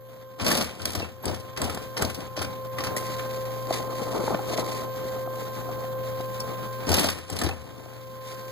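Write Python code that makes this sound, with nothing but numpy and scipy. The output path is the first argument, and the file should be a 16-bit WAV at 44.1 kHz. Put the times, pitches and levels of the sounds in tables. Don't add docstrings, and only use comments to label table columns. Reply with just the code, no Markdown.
import sys
import numpy as np
from scipy import signal
from scipy.fft import rfft, irfft, next_fast_len
from scipy.io import wavfile
from scipy.ndimage import uniform_filter1d

SR = 44100
rng = np.random.default_rng(int(sys.argv[2]) if len(sys.argv) > 2 else 0)


def master(y):
    cut = np.clip(np.atleast_2d(y).T, -1, 1)
    pcm = np.round(cut * 32767)
    wavfile.write(sys.argv[1], SR, pcm.astype(np.int16))


N = 375291

# (time [s], level [dB])
STEADY_LEVEL = [(0, -47.5), (.4, -48), (.75, -50.5), (1.25, -47.5), (1.95, -40), (2.15, -45), (2.95, -36),
                (4.2, -37), (6.86, -36), (6.96, -49), (7.3, -53.5), (7.6, -48.5), (8.5, -39.5)]
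# (multiple of pitch, level re steady [dB], left above right [dB], left lead [rad])
WHINE_PARTIALS = [(1, -0.5, -0.5, 0.64), (2, -4.5, -3, -0.12), (3, -19, -3.5, 0.67), (4, -39, 0, -2.5),
                  (5, -36, 0, 2), (6, -32, -2, 5.5), (8, -42, -3, 2), (19.283, -33, 0, -7)]
WHINE_HZ = 522.9
MAINS_HZ, MAINS_LEFT_DB, MAINS_RIGHT_DB = 120.3, -1, -8
# (frequency [Hz], level re steady [dB])
FAINT_HUMS = [(206, -28), (239.8, -25), (360.3, -22.5), (440, -18.5), (596, -24), (1121, -23)]
# (time [s], centre frequency [Hz])
WHISTLE_PITCH = [(0, 13495), (1.2, 13505), (2.3, 13528), (2.9, 13517), (3.7, 13530), (3.9, 13548),
                 (4.9, 13512), (5.9, 13540), (6.8, 13568), (7.6, 13560), (8.5, 13538)]
# (frequency [Hz], relative density [dB])
WASH_SPECTRUM = [(30, -13), (70, 1), (150, 3), (400, 3.5), (900, -2), (1800, -8), (2800, -8), (4500, -13.5),
                 (9000, -21), (13300, -24.5), (13900, -61)]
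WASH_DB = -7.5
LINGER_DB, LINGER_DB_PER_S = -14, 49

# (time [s], hiss level [dB], crumpling level [dB])
VINYL_DRAG = [(2.96, -45, -49), (2.99, -44.5, -39.5), (3.27, -44, -45), (3.35, -42.5, -39.5),
              (3.4, -49, -45), (3.51, -47.5, -44.5), (3.65, -52, -46.5), (3.74, -33, -29.5),
              (3.84, -48, -40.5), (4.02, -40, -35.5), (4.12, -43.5, -32.5), (4.22, -42, -31),
              (4.3, -40, -31.5), (4.35, -42.5, -30.5), (4.39, -51, -39), (4.5, -41.5, -34.5),
              (4.56, -39.5, -34), (4.6, -32.5, -27), (4.64, -42, -35), (4.72, -36.5, -34.5),
              (4.85, -49, -39.5), (4.93, -46.5, -48), (5, -49, -46), (5.06, -46, -43), (5.17, -47.5, -40.5),
              (5.25, -59, -44), (5.42, -45, -43.5), (5.51, -55, -44), (5.57, -44, -42), (5.63, -55, -45),
              (5.7, -55, -36), (5.76, -63, -44), (5.8, -50, -41), (5.98, -69, -48), (6.07, -47, -45),
              (6.12, -58, -49), (6.38, -49, -52), (6.46, -68, -42), (6.51, -52, -39), (6.58, -64, -49),
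              (6.73, -49, -51), (6.86, -67, -65), (7.0, -80, -80), (7.7, -60, -50), (7.9, -57.5, -53),
              (8.18, -58.5, -86), (8.3, -47, -50), (8.5, -54, -53)]
# (frequency [Hz], relative density [dB])
CRUMPLE_SPECTRUM = [(120, -4.5), (250, 4.5), (450, 8), (800, 2), (1300, -3.5), (2500, -50)]
# (frequency [Hz], relative density [dB])
SLIDE_SPECTRUM = [(900, -17), (2000, 8), (3200, 3), (4300, 5), (5800, 2), (8000, -1.5), (13100, -6),
                  (13900, -70)]
# (time [s], nominal level [dB], note frequency [Hz])
CREASE_SNAPS = [(3.1469, -27, 4440), (3.2277, -29, 4100), (3.342, -28, 4440), (3.7031, -21, 4400),
                (3.7525, -30, 3940), (3.9032, -25, 4200), (4.5322, -28, 3870), (4.65, -28, 4050),
                (4.6902, -25, 4100), (4.8231, -32, 3810), (5.4048, -33, 4430), (5.5638, -36, 3950),
                (5.7894, -32, 4270), (6.0694, -46, 4250), (6.2066, -22.5, 3860)]
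SNAP_RISE_S, SNAP_T60_S, SNAP_HISS_DB, SNAP_NOTE_DB = 0.0035, 0.044, -14, -14.5

# (time [s], level [dB], frequency [Hz], t60 [s])
PINGS = [(0.876, -31, 3850, 0.037), (1.02, -31, 2680, 0.15), (1.225, -41, 12500, 0.11),
         (1.255, -18, 7820, 0.017), (1.617, -17, 7800, 0.019), (2.023, -18, 7850, 0.026),
         (.512, -21, 1770, 0.045), (2.784, -25, 1980, .04), (2.965, -23.5, 1910, 0.035),
         (2.98, -27, 2100, .025), (6.401, -38, 4480, 0.088), (6.403, -28, 5400, 0.061),
         (1.279, -27, 4600, 0.022), (6.89, -32, 6900, 0.023), (7.3, -27, 7650, 0.026),
         (7.39, -27, 7500, 0.027), (7.416, -25, 7800, .03), (7.437, -39, 9560, 0.089),
         (7.463, -31, 3800, .04), (2.268, -45, 6700, 0.032), (7.51, -30, 2600, 0.06)]
# (time [s], nominal level [dB], pitch [Hz], rise [swings], t60 [s])
TABLE_BLOWS = [(0.425, -14, 220, .8, .015), (.468, -17, 590, 1.5, 0.029), (.487, -16, 590, 1.2, 0.03),
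               (.511, -17, 770, 1.4, 0.033), (.521, -17, 320, 1, 0.018), (.556, -21, 766, 1.5, .02),
               (.577, -18, 674, 1.5, .02), (.855, -27, 616, 1.2, .025), (.952, -21.5, 630, 1.6, 0.028),
               (.978, -23, 304, 1.2, 0.023), (1.002, -20, 703, 1.6, 0.023), (1.026, -21, 517, 1.4, .025),
               (1.266, -7, 350, 0.72, 0.0084), (1.602, -24, 595, 2.2, 0.036), (1.621, -25, 1150, 2.4, 0.03),
               (1.645, -17.5, 242, 1.3, 0.038), (1.704, -22, 483, 1.7, 0.027),
               (1.772, -19.5, 785, 1.1, 0.018), (1.971, -22, 530, 1.5, 0.019),
               (2.045, -18, 250, 1.2, 0.033), (2.105, -24, 525, 1.3, 0.025), (2.022, -11, 634, 0.8, 0.01),
               (2.374, -20.5, 605, 1, 0.036), (2.414, -21.5, 743, 1.5, 0.027),
               (2.784, -24, 1150, 2.2, 0.023), (2.806, -23, 1140, 2, .025), (2.966, -14.5, 555, 2.2, 0.019),
               (3.707, -2, 660, 2.1, 0.014), (3.977, -36, 500, 1.7, 0.015), (4.017, -19, 474, 1.2, 0.027),
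               (4.188, -17, 406, 1.6, 0.027), (4.208, -17, 640, 1.6, 0.022), (4.236, -16, 486, 2, 0.037),
               (4.279, -16, 870, 0.54, 0.026), (4.304, -20, 783, 1.7, 0.041), (4.323, -14, 590, 1.5, 0.016),
               (4.346, -7.5, 590, 0.78, 0.015), (4.391, -18.5, 800, 1.3, 0.027),
               (4.534, -12.5, 660, 2, 0.023), (4.584, -12, 625, 1.1, 0.018), (4.616, -31, 570, 1.8, 0.027),
               (4.719, -27, 660, 1.6, .02), (5.05, -19.5, 388, 1.5, 0.021), (5.274, -18.5, 705, 1.6, 0.019),
               (5.69, -19, 700, 1.8, 0.02), (5.789, -29, 594, 1.2, 0.026), (5.843, -20, 695, 0.87, 0.0098),
               (6.203, -21.5, 720, 1.5, 0.019), (6.499, -26, 680, 1.1, 0.015), (6.87, -16.5, 272, 1.2, .03),
               (6.904, -3, 400, 0.87, 0.012), (6.929, -12, 706, .6, 0.017), (6.984, -32, 845, 0.95, 0.016),
               (7.03, -31, 910, 1.2, 0.017), (7.087, -22, 781, 1.5, .025), (7.297, -30, 780, 1.9, 0.046),
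               (7.333, -25, 310, 1.2, 0.024), (7.414, -23, 720, 1.6, 0.028), (7.445, -15, 308, 1.2, 0.023),
               (7.466, -11, 325, 1.3, 0.03), (7.492, -25, 782, 1.4, 0.065), (7.859, -21.5, 660, 1.8, 0.012)]

# (start [s], rise [s], hold [s], table rumble [dB], rattle of loose parts [dB])
PEDAL_BURSTS = [(0.379, 0.077, 0.14, -28.5, -36), (0.777, 0.095, 0.012, -35.5, -42),
                (0.935, 0.022, 0.028, -35.5, -45), (1.224, 0.05, 0.016, -30.5, -43),
                (1.559, 0.069, 0.025, -30.5, -41.5), (1.69, 0.14, .01, -49, -51.5),
                (1.952, 0.065, 0.018, -29.5, -39.5), (2.156, 0.033, 0.0092, -44.5, -74),
                (2.357, 0.032, 0.051, -34, -64), (2.763, 0.027, 0.18, -36.5, -66),
                (6.858, 0.032, 0.17, -27, -32), (7.276, 0.069, 0.017, -36, -38.5),
                (7.393, 0.043, 0.0081, -29, -49)]
START_S, RISE_DB = 0.014, 10.5
RUMBLE_FALL_DB_PER_S, RATTLE_FALL_DB_PER_S = 139, 127
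# (frequency [Hz], relative density [dB])
SHUDDER_SPECTRUM = [(100, -10), (170, 3), (250, 5), (500, 2.5), (750, -0.5), (1250, -7.5), (2200, -21.5),
                    (4000, -28.5)]
# (time [s], level [dB])
TABLE_JOLTS = [(.41, -28.5), (.475, -36), (.635, -47), (.8, -39), (.87, -42), (.965, -30), (1.26, -27),
               (1.62, -28), (1.76, -62), (2.015, -28), (2.21, -53), (2.39, -31.5), (2.79, -42), (2.85, -38),
               (2.98, -52), (6.89, -22.5), (7.03, -37), (7.1, -48), (7.22, -53), (7.315, -34),
               (7.435, -23.5)]
JOLT_RISE_S, JOLT_T60_S, JOLT_TAIL_DB, JOLT_TAIL_T60_S = 0.011, 0.27, -10.5, 1
STILL_S, STILL_DB_PER_S = 7.485, 200
SWAY_HZ = 89.9
# (frequency [Hz], relative density [dB])
SWAY_SPECTRUM = [(40, 9), (60, -2.5), (90, 17), (130, -1), (200, -41)]

# (time [s], nominal level [dB], head ring re strike [dB], brightness re strike [dB], t60 [s])
METAL_STRIKES = [(0.396, -30.5, 8, -22, 0.15), (0.444, -27, -1, -10, 0.095), (0.4628, -14.5, -3, -18, 0.09),
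                 (.478, -21, -1, -9, .06), (0.488, -28, 8, -7, .05), (0.5012, -23, 3, -9, .06),
                 (0.5128, -15.5, -1, -12.5, 0.057), (0.522, -21, -7, -11, 0.045),
                 (0.543, -21.5, -20, -15, 0.21), (0.568, -24.5, -26, -10, 0.12),
                 (0.608, -15, -7, -18, 0.044), (0.622, -27, -12, -6, 0.038), (.641, -32, -12, -10, .07),
                 (.667, -32, -6, -18, 0.042), (.69, -36, 7, -23, 0.044), (.797, -42, 10, -26, 0.065),
                 (0.816, -27, -9, -17, 0.039), (0.853, -12.5, -16, -13.5, 0.029),
                 (.8754, -33, -16, -14, 0.053), (.902, -25.5, -19, -12, .04), (.918, -29, -18, -12, .04),
                 (.931, -25, -20, -17, 0.044), (.949, -21, -4, -13, 0.064), (.9944, -29.5, -8, -23, 0.12),
                 (1.042, -45, 15.5, -26, .07), (1.253, -23.5, -25, -11.5, 0.039),
                 (1.277, -27.5, -27, -31, 0.08), (1.342, -28.5, -3, -15.5, 0.049),
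                 (1.359, -42, -10, -16, 0.041), (1.398, -35.5, -13, -12, 0.053), (1.562, -35, 5, -18, .08),
                 (1.5713, -29.5, 3, -12.5, 0.091), (1.6146, -21.5, -1, -12, 0.037),
                 (1.64, -24, -26, -13, 0.078), (1.695, -29.5, 7, -11, 0.064),
                 (1.7447, -26.5, -26, -12, 0.038), (1.772, -27, 1, -19, 0.026),
                 (1.783, -41, -15, -8, 0.022), (1.966, -23, 0, -22, .06), (1.973, -25, 0, -16, 0.078),
                 (2.02, -18, 2, -11, 0.046), (2.046, -23.5, -25, -17, 0.057), (2.096, -32, 7.5, -9, 0.073),
                 (2.143, -27.5, -22, -13.5, 0.083), (2.203, -28, 0, -17, 0.032),
                 (2.364, -27.5, -2, -20, 0.16), (2.3886, -31, -1, -19, 0.077),
                 (2.4148, -26, 4.5, -11, 0.097), (2.445, -23, -7, -24, 0.029), (2.783, -29, 6, -14, 0.088),
                 (2.803, -25, -9, -27, 0.061), (2.835, -26, 1.5, -13.5, 0.16), (2.867, -30, 5, -20, .07),
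                 (2.963, -24.5, -9, -8.5, 0.12), (3.1918, -39, 14.5, -18, 0.076), (4.342, -32, 9, -31, .06),
                 (6.399, -26, -27, -6, 0.03), (6.8665, -27, -9, -30, 0.057), (6.889, -18.5, -23, -14, 0.06),
                 (6.915, -14, -3, -13, 0.039), (6.927, -18, -12, -20, .05), (6.939, -11.5, -26, -13, 0.047),
                 (6.966, -20, -18, -10, 0.079), (6.981, -16.5, 3, -16, 0.063), (6.992, -21, -16, -10, 0.15),
                 (7.029, -23, 2, -14, 0.054), (7.04, -18, -3, -15, 0.061), (7.066, -28, -4, -7, .06),
                 (7.085, -14.5, 0, -17, .05), (7.098, -24, -8, -7, 0.038), (7.124, -40, -12, -5, 0.052),
                 (7.148, -39, -8, -16, 0.053), (7.183, -33.5, 2, -12, 0.059), (7.297, -28.5, -2, -11, 0.04),
                 (7.3236, -30, -13, -12, 0.065), (7.3577, -29, -14, -13, 0.066),
                 (7.3866, -20.5, -7, -12, 0.041), (7.413, -20, 1.5, -15, 0.039),
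                 (7.4335, -24, -17, -15, 0.097), (7.46, -25, -16, -22, 0.064),
                 (7.487, -29.5, 9, -12, 0.042)]
STRIKE_RISE_S, BRIGHT_T60_S, CLINK_DB, CLINK_T60_S = 0.0039, 0.36, -7, 0.019
# (frequency [Hz], relative density [dB])
RATTLE_SPECTRUM = [(1500, -8), (3000, 0.5), (4200, -7.5), (6500, -10), (10000, -9), (14800, -25),
                   (15600, -55)]
# (frequency [Hz], t60 [s], relative level [dB])
HEAD_MODES = [(1230, .02, -2), (1420, .018, -4), (1570, .02, -4), (1800, .03, -2), (2010, .022, -2),
              (2300, .018, -3), (2480, .018, -2), (2650, .018, -2), (3050, .018, -3)]
# (frequency [Hz], width [Hz], gain [dB])
PART_PEAKS = [(3550, 30, -19), (3900, 91, 3.5), (4280, 220, 2.5), (5150, 2050, 9), (8060, 470, 8),
              (10540, 220, 6)]
# (frequency [Hz], relative density [dB])
DULL_SPECTRUM = [(1500, -2.5), (3000, 3.5), (4200, -1.5), (6000, -2), (8000, -31)]
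# (frequency [Hz], relative density [dB])
BRIGHT_SPECTRUM = [(4500, -33), (6500, 4), (8000, 9), (11000, 10), (14800, 7), (15600, -23)]
# (frequency [Hz], relative density [dB])
ECHO_SPECTRUM = [(300, -36), (1000, 12.5), (2200, 11.5), (5000, 1), (10000, 5)]

# (frequency [Hz], left-right likeness [0-1])
PORT_LIKENESS = [(60, .45), (130, .5), (200, .65), (400, .5), (600, .85), (1000, .9), (1250, .95),
                 (1400, 1)]
# (frequency [Hz], left above right [dB])
PORT_TILT = [(60, 12), (110, 9), (170, 4), (260, 6.5), (400, 6), (550, 2.5), (1200, -.5), (2000, -1),
             (2600, 0)]
# (frequency [Hz], extra lead of the left [rad])
PORT_LEAD = [(40, 0.12), (120, 2), (170, 2.4), (250, 3.5), (390, 5.9), (520, 7.17), (1046, 6.5),
             (1400, 2 * np.pi)]
# (frequency [Hz], likeness [0-1])
SUM_DIFF_LIKENESS = [(700, 1), (1100, .85), (1500, .45), (2200, .45), (3300, .6), (5000, .7), (7000, .55),
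                     (9000, .3), (13000, .3)]
LAG_SAMPLES, EDGE_HZ = 16, 15700


def gain_of(db):
    return 10 ** (np.asarray(db) / 20)


def evened(x):
    return x / np.sqrt(np.mean(x ** 2) + 1e-20)


def read(points, hz):
    f, value = np.transpose(points)
    return np.interp(np.log(hz + 1), np.log(f + 1), value)


def played(rows):
    s, *columns = np.transpose(rows)
    return [np.interp(np.arange(N) / SR, s, c) for c in columns]


def split(left_above_right_db):
    return gain_of(left_above_right_db * np.array([[.5], [-.5]]))


def coloured(x, points, peaks=()):
    hz = np.fft.rfftfreq(4096, 1 / SR)
    db = read(points, hz) + sum(d / (1 + (2 * (hz - f) / w) ** 2) for f, w, d in peaks)
    log_gain = np.log(gain_of(np.r_[db, db[-2:0:-1]]))
    taps = np.fft.ifft(np.exp(np.conj(signal.hilbert(log_gain)))).real
    return signal.oaconvolve(x, taps[None] / np.linalg.norm(taps), axes=1)[:, :N]


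def noise():
    return rng.standard_normal((2, N))


def waver(per_s):
    width = int(SR / per_s)
    return evened(uniform_filter1d(uniform_filter1d(rng.standard_normal(N), width), width))


def grains(per_s, spread_db, t60_s):
    size = gain_of(spread_db * np.minimum(rng.exponential(1, N), 4))
    hits = size * (rng.random(N) < per_s / SR)
    return evened(signal.lfilter([1], [1, -gain_of(-60 / t60_s / SR)], hits) * noise())


def patchy(x, patch_db):
    z = signal.stft(x, nperseg=512)[2]
    chance = rng.standard_normal(z.shape[:0:-1])
    patches = evened(uniform_filter1d(uniform_filter1d(chance, size=9, axis=0), size=9, axis=1))
    return signal.istft(z * gain_of(patch_db * patches.T), nperseg=512)[1][:, :N]


def envelope(column, fall_db_per_s):
    t, total = np.arange(N) / SR, np.zeros(N)
    for burst in PEDAL_BURSTS:
        start_s, rise_s, hold_s = burst[:3]
        rise = RISE_DB * np.clip(1 - (t - start_s) / rise_s, 0, 1)
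        fall = fall_db_per_s * np.maximum(t - (start_s + rise_s + hold_s), 0)
        total += np.clip((t - start_s) / START_S, 0, 1) * gain_of(burst[column] - rise - fall)
    return total


def shop():
    level, t = gain_of(played(STEADY_LEVEL)[0]), np.arange(N) / SR
    tones = np.zeros((2, N))
    for multiple, db, left_db, lead_rad in WHINE_PARTIALS:
        amplitude = gain_of(db + 2.0 * waver(3.2)) * split(left_db)
        phase = 2 * np.pi * multiple * WHINE_HZ * t + 0.022 * waver(11.0)
        tones += amplitude * np.sin(phase + [[lead_rad], [0]])
    for hz, db in FAINT_HUMS:
        phase = 2 * np.pi * np.cumsum(hz + 2.62 * waver(6.48)) / SR
        tones += gain_of(db) * split(read(PORT_TILT, hz)) * np.sin(phase)
    mains_gain = gain_of([[MAINS_LEFT_DB], [MAINS_RIGHT_DB]]) * gain_of(0.96 * waver(3.6))
    tones += mains_gain * np.sin(2 * np.pi * MAINS_HZ * t + [[0], [1.7]])
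    whistle_phase = 2 * np.pi * np.cumsum(played(WHISTLE_PITCH)[0] + 6 * waver(8.7)) / SR
    tones += gain_of([[-9], [-8]]) * np.sin(whistle_phase + [[0], [2.5]])
    murmur = gain_of(LINGER_DB) * envelope(column=3, fall_db_per_s=LINGER_DB_PER_S)
    wash = coloured(grains(per_s=1500, spread_db=1.0, t60_s=0.032), WASH_SPECTRUM)
    wash = gain_of(2.0 * waver(19.0)) * patchy(wash, patch_db=1.0)
    return (gain_of(WASH_DB) * level + murmur) * wash, np.sqrt(2) * level * tones


def snaps():
    t = np.arange(SR // 10) / SR
    puffs, notes = np.zeros((2, N + len(t)))
    for s, db, hz in CREASE_SNAPS:
        here = slice(round(s * SR), round(s * SR) + len(t))
        fall = gain_of(db - 60 * t / SNAP_T60_S) * np.minimum(t / SNAP_RISE_S, 1)
        puffs[here] += fall
        notes[here] += fall * np.sin(2 * np.pi * hz * t)
    hiss = coloured(puffs[:N] * noise(), SLIDE_SPECTRUM)
    return gain_of(SNAP_HISS_DB) * hiss + gain_of(SNAP_NOTE_DB) * notes[:N]


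def vinyl():
    slips = grains(per_s=900, spread_db=2.8, t60_s=.03)
    folds = grains(per_s=600, spread_db=1.7, t60_s=.045)
    hiss, crumple = gain_of(played(VINYL_DRAG)) * (np.arange(N) / SR > VINYL_DRAG[0][0])
    hiss = hiss * gain_of(1.35 * waver(24.0))
    return hiss * coloured(slips, SLIDE_SPECTRUM) + crumple * coloured(folds, CRUMPLE_SPECTRUM) + snaps()


def knocks():
    t = np.arange(SR // 2) / SR
    out = np.zeros((2, N + len(t)))
    for s, db, hz, swings, t60_s in TABLE_BLOWS:
        swing = np.sin(2 * np.pi * hz * t)
        swing += .5 * np.sin(2 * np.pi * 1.73 * hz * t) * gain_of(-60 * t / 0.022)
        swing += 0.5 * np.sin(2 * np.pi * 0.527 * hz * t)
        slap = uniform_filter1d(uniform_filter1d(rng.standard_normal(len(t)), size=24), size=16)
        swing += 0.22 * slap
        fall = gain_of(db - 60 * t / t60_s) * np.minimum(t * hz / swings, 1)
        out[:, round(s * SR):][:, :len(t)] += split(read(PORT_TILT, hz)) * fall * swing
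    return out[:, :N]


def ping():
    t = np.arange(SR // 4) / SR
    out = np.zeros(N + len(t))
    for s, db, hz, t60_s in PINGS:
        fall = gain_of(db - 60 * t / t60_s) * np.clip(t / 0.0011, 0, 1)
        out[round(s * SR):][:len(t)] += fall * np.sin(2 * np.pi * hz * t)
    return out[:N]


def rumble():
    t, sway = np.arange(N) / SR, np.zeros(N)
    still_db = STILL_DB_PER_S * np.maximum(t - STILL_S, 0)
    for s, db in TABLE_JOLTS:
        age = abs(t - s)
        fall = gain_of(-60 * age / JOLT_T60_S - still_db) + gain_of(JOLT_TAIL_DB - 60 * age / JOLT_TAIL_T60_S)
        sway += np.clip((t - s) / JOLT_RISE_S, 0, 1) * gain_of(db) * fall
    mode = np.sin(2 * np.pi * np.cumsum(SWAY_HZ + 7 * waver(20.66)) / SR + [[0], [2.4]])
    shudder = coloured(grains(per_s=900, spread_db=1.2, t60_s=.03), SHUDDER_SPECTRUM)
    running = envelope(column=3, fall_db_per_s=RUMBLE_FALL_DB_PER_S)
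    return running * shudder + sway * (mode + 0.27 * coloured(noise(), SWAY_SPECTRUM))


def machine():
    t = np.arange(SR // 4) / SR
    dull, bright, blows, clinks = np.zeros((4, N + len(t)))
    pitches_hz = 3000 * 3.3 ** rng.random((len(METAL_STRIKES), 3, 1))
    for (s, db, ring_db, top_db, t60_s), clink_hz in zip(METAL_STRIKES, pitches_hz):
        here = slice(round(s * SR), round(s * SR) + len(t))
        ramp = np.minimum(t / STRIKE_RISE_S, 1)
        clink = np.sin(2 * np.pi * clink_hz * t).sum(axis=0)
        clinks[here] += gain_of(db + CLINK_DB - 60 * t / CLINK_T60_S) * ramp * clink
        fall = gain_of(db - 60 * t / t60_s) * np.sin(np.pi / 2 * ramp) ** 2
        dull[here] += fall
        bright[here] += gain_of(top_db - 60 * t / BRIGHT_T60_S) * fall
        blows[here] += gain_of(ring_db - 2.0 - 60 * t / 0.16) * fall
    modes = sum(gain_of(db - 60 * t / t60_s) * np.sin(2 * np.pi * hz * t) for hz, t60_s, db in HEAD_MODES)
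    ring = signal.oaconvolve(blows[:N] * noise(), modes[None] / np.linalg.norm(modes), axes=1)[:, :N]
    loose = grains(per_s=350, spread_db=3, t60_s=.025)
    chatter = evened(grains(per_s=1600, spread_db=2.8, t60_s=.005) + noise())
    ticks = gain_of(-5.0) * coloured(dull[:N] * chatter, DULL_SPECTRUM, PART_PEAKS)
    ticks += gain_of(7.0) * coloured(bright[:N] * chatter, BRIGHT_SPECTRUM, PART_PEAKS)
    running = envelope(column=4, fall_db_per_s=RATTLE_FALL_DB_PER_S)
    direct = coloured(running * loose, RATTLE_SPECTRUM, PART_PEAKS) + ticks + ring + clinks[:N]
    to_walls = (direct - 0.59 * ring)[:1]
    tail = rng.standard_normal((2, SR)) * gain_of(-60 * np.arange(SR) / SR / 0.33)
    echo = signal.oaconvolve(to_walls, tail / np.linalg.norm(tail[0]), axes=1)[:, :N]
    return direct + gain_of(-6.5) * coloured(echo, ECHO_SPECTRUM)


def scene():
    wash, tones = shop()
    size = next_fast_len(N + 4096)
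    shared, other = rfft(wash + vinyl() + ping() + rumble() + machine(), size)
    hz = np.fft.rfftfreq(size, 1 / SR)
    same, tied = np.clip(read(PORT_LIKENESS, hz), 0, 1), np.clip(read(SUM_DIFF_LIKENESS, hz), 0, 1)
    tilt = gain_of(read(PORT_TILT, hz) / 2)
    late = -np.exp(-1j * (2 * np.pi * hz * LAG_SAMPLES / SR + read(PORT_LEAD, hz)))
    right = (same * shared + np.sqrt(1 - same ** 2) * other) * late
    mid = shared + right
    side = tied * (shared - right) + np.sqrt(1 - tied ** 2) * other * (1 - late)
    ports = [(mid + side) / 2 * tilt, (mid - side) / 2 / tilt]
    return irfft(np.array(ports), size)[:, :N] + tones + knocks()


def record(dry):
    thin = signal.sosfilt(signal.butter(3, 50, "high", fs=SR, output="sos"), dry)
    low_pass = signal.firwin(511, EDGE_HZ, window=("kaiser", 9), fs=SR)
    return signal.oaconvolve(thin, low_pass[None], "same")


dry = scene()
out = record(dry)
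master(out)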